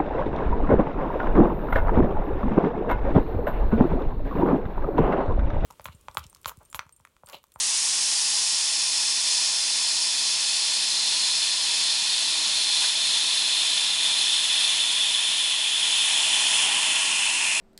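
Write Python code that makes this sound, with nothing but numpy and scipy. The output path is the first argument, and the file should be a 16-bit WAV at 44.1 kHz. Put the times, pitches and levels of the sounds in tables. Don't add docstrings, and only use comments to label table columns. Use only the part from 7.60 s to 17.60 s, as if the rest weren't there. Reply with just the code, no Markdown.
import sys
import numpy as np
from scipy import signal
from scipy.fft import rfft, irfft
from scipy.io import wavfile
from scipy.ndimage import map_coordinates

SR = 44100
rng = np.random.default_rng(int(sys.argv[2]) if len(sys.argv) > 2 else 0)


def unload_audio(sound):
    columns = np.transpose(np.atleast_2d(sound))
    steps = np.round(np.clip(columns, -1, 1) * 32767)
    wavfile.write(sys.argv[1], SR, steps.astype(np.int16))


N = 441000
FRAME = 4096
HZ, TIMES, _ = signal.stft(np.zeros(N), SR, nperseg=FRAME)
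HZ = HZ[:, None] + 1

# centre in seconds, change in dB, 1/e half-length in seconds.
BURN_SURGES = [(1.78, 1.2, .12), (3.68, .7, .2), (4.02, -.9, .06), (4.22, .9, .12), (5.22, 2.2, 0.075),
               (5.34, -1.1, .05), (5.55, .8, .08), (6.35, -1.2, .06), (7.02, 1.3, 0.063), (8.03, -.7, .12)]


def amp(db):
    return 10 ** (np.asarray(db) / 20)


def curves(rows, times):
    s, *cols = np.transpose(rows)
    return [np.interp(times, s, c) for c in cols]


def bumps(rows, t):
    return sum(db * np.exp(-((t - s) / length) ** 2) for s, db, length in rows)


def shape(points):
    f, db = np.transpose(points)
    return amp(np.interp(np.log(HZ), np.log(f), db))


def wobble(knots_per_s):
    knots = rng.standard_normal(int(N * knots_per_s / SR) + 4)
    return map_coordinates(knots, [np.arange(N) * knots_per_s / SR])


def resonance(centre_hz, q):
    return 1 / (1 + (q * (HZ / centre_hz - centre_hz / HZ)) ** 2)


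def turbulence(gain):
    z = signal.stft(rng.standard_normal(N), nperseg=FRAME)[2]
    frame_rms = np.sqrt(np.mean(gain ** 2, axis=0))
    return signal.istft(z * gain / frame_rms, nperseg=FRAME)[1][:N]


def exhaust(colour, t):
    # time in seconds, resonance in Hz.
    bore_rows = [(0, 5650), (.75, 5030), (1.5, 4940), (2.5, 4680), (3.5, 4330), (4.5, 4130), (5.5, 3880),
                 (6.5, 3650), (7.5, 3450), (8.25, 3310), (9, 3090), (9.5, 2860), (10, 2590)]
    # time in seconds, casing in dB, hiss in dB.
    jet_rows = [(0, -26, -25), (.8, -24.7, -25.5), (1.2, -24.5, -28), (4.8, -23.5, -30.5),
                (7, -22.5, -30.5), (8.13, -23.8, -31.5), (8.28, -22.4, -28.5), (9.03, -22.5, -23.9),
                (9.08, -23.5, -27), (10, -25.6, -25.8)]
    # frequency in Hz, relative density in dB.
    hiss_spectrum = [(1000, -43), (2500, -4.5), (4500, -0.5), (6800, 2), (8300, 2), (9700, 2), (11000, -4)]

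    bore_hz, = curves(bore_rows, TIMES)
    q = 14500 / bore_hz
    pipe_power = resonance(bore_hz, q) + .045 * resonance(3 * bore_hz, q)

    casing_db, hiss_db = curves(jet_rows, t)
    casing = amp(casing_db) * turbulence(np.sqrt(pipe_power) * colour)
    hiss = amp(hiss_db) * turbulence(shape(hiss_spectrum) * colour)
    flutter_db = 0.21 * wobble(16) + 0.26 * wobble(70)
    return (casing + hiss) * amp(bumps(BURN_SURGES, t) + flutter_db)


def flame(colour, t):
    # time in seconds, roar in dB, rumble in dB.
    plume_rows = [(0, -42.3, -59.3), (3, -43, -58), (4.4, -42.3, -56.3), (7.2, -41, -56),
                  (8.1, -42.4, -57.8), (8.6, -36.5, -54.5), (9.05, -34.3, -52), (10, -37.5, -54.5)]
    # centre in seconds, extra rumble in dB, 1/e half-length in seconds.
    billow_rows = [(3.45, 3, .2), (6.55, 2, .15), (9.1, 3, .15)]
    # frequency in Hz, relative density in dB.
    roar_spectrum = [(200, -43), (420, -20.5), (570, -13.5), (720, -8), (790, -2), (950, 0), (1150, -2),
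                     (1250, -6), (1900, -2.5), (2600, -7.5), (5000, -16.5), (11000, -50)]
    rumble_spectrum = [(20, -55), (50, -40), (75, -24), (110, -14.5), (180, -2), (310, 0), (430, -5.5),
                       (600, -10.5), (1200, -37)]
    roar_per_surge, roar_per_billow = .6, .35
    eddy_db, eddy_knots_per_s = .6, 5.7

    roar_db, rumble_db = curves(plume_rows, t)
    billow_db = bumps(billow_rows, t)
    roar_db = roar_db + roar_per_surge * bumps(BURN_SURGES, t) + roar_per_billow * billow_db
    rumble_db = rumble_db + billow_db + eddy_db * wobble(eddy_knots_per_s)
    roar = amp(roar_db) * turbulence(shape(roar_spectrum) * colour)
    rumble = amp(rumble_db) * turbulence(shape(rumble_spectrum) * colour)
    return roar + rumble


def background():
    drone_spectrum = [(10, -12), (40, -12), (68, -9), (90, 0), (300, -16), (2000, -60)]  # Hz, relative dB
    return amp(-78.5) * turbulence(shape(drone_spectrum))


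def sputters(colour, t):
    # centre in seconds, peak level in dB, pitch in Hz, 1/e half-length in seconds.
    slag_puffs = [(5.225, -41, 980, .015), (5.244, -34, 1550, .012), (6.505, -42, 980, .03)]
    puffs = 0
    for s, db, hz, length in slag_puffs:
        swell = np.exp(-((t - s) / length) ** 2)
        puffs = puffs + amp(db) * swell * turbulence(resonance(hz, q=2.2) * colour)
    return puffs


def yard(hz, wet_db, t60_s, dull_hz):
    t = np.arange(SR // 2) / SR
    tail = rng.standard_normal(len(t)) * amp(-60 * t / t60_s) * (t > .008)
    spectrum = rfft(tail / np.linalg.norm(tail))
    ripple = np.interp(hz, np.fft.rfftfreq(len(t), 1 / SR), spectrum)
    return amp(wet_db) * ripple / np.hypot(1, (hz / dull_hz) ** 2)


def path(scatter_hz=6000):
    # time in seconds, echo path ratio, share of port colour.
    aim_rows = [(0, 0.89, 0.41), (.7, 0.92, .6), (1.4, 0.97, 1), (10, 0.99, 0.92)]
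    # delay in seconds at path ratio 1, gain before scatter.
    reflections = [(.00116, .09), (.00294, .08), (.00612, .05), (.00637, .05), (.00746, .04),
                   (.00794, .045), (.0124, .04)]
    # centre in Hz, full width at half the dB in Hz, gain in dB at full share.
    port_rows = [(643, 59, 4.1), (732, 20, -1.7), (1246, 182, -3.8), (1572, 188, -3.9), (2049, 36, -3.9),
                 (2270, 52, -3.4), (2524, 243, 3.4), (2888, 52, -4.6), (3029, 305, 2.3), (3492, 271, 4.0),
                 (3643, 77, 2.1), (3706, 35, -4.9), (3832, 111, -6.9), (3993, 14, -2.5), (4118, 157, 3.9),
                 (4373, 22, 1.9), (4488, 33, -3.1), (4565, 570, -1.7), (5188, 270, 2.5), (5990, 198, -2.4),
                 (6827, 207, 1.9), (7336, 162, -3.0), (8465, 246, -2.8), (9225, 281, 2.0), (9841, 245, 2.2)]

    stretch, share = curves(aim_rows, TIMES)
    comb_hz = HZ * stretch
    echoes = sum(gain * np.exp(-2j * np.pi * comb_hz * delay) for delay, gain in reflections)
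    mirror = 1 / np.hypot(1, HZ / scatter_hz)
    diffuse = yard(comb_hz, wet_db=-11.5, t60_s=.16, dull_hz=7000)
    port_db = sum(db * .5 ** ((2 * (HZ - hz) / width) ** 2) for hz, width, db in port_rows)
    return np.abs(1 + mirror * echoes + diffuse) * amp(share * port_db)


def scene():
    colour, t = path(), np.arange(N) / SR
    motor = exhaust(colour, t) + flame(colour, t) + sputters(colour, t)
    return (motor + background())[None]


def record(dry):
    top_hz = 11040
    passed = np.fft.rfftfreq(N, 1 / SR) < top_hz
    return irfft(rfft(dry) * passed, N)


dry = scene()
out = record(dry)
unload_audio(out)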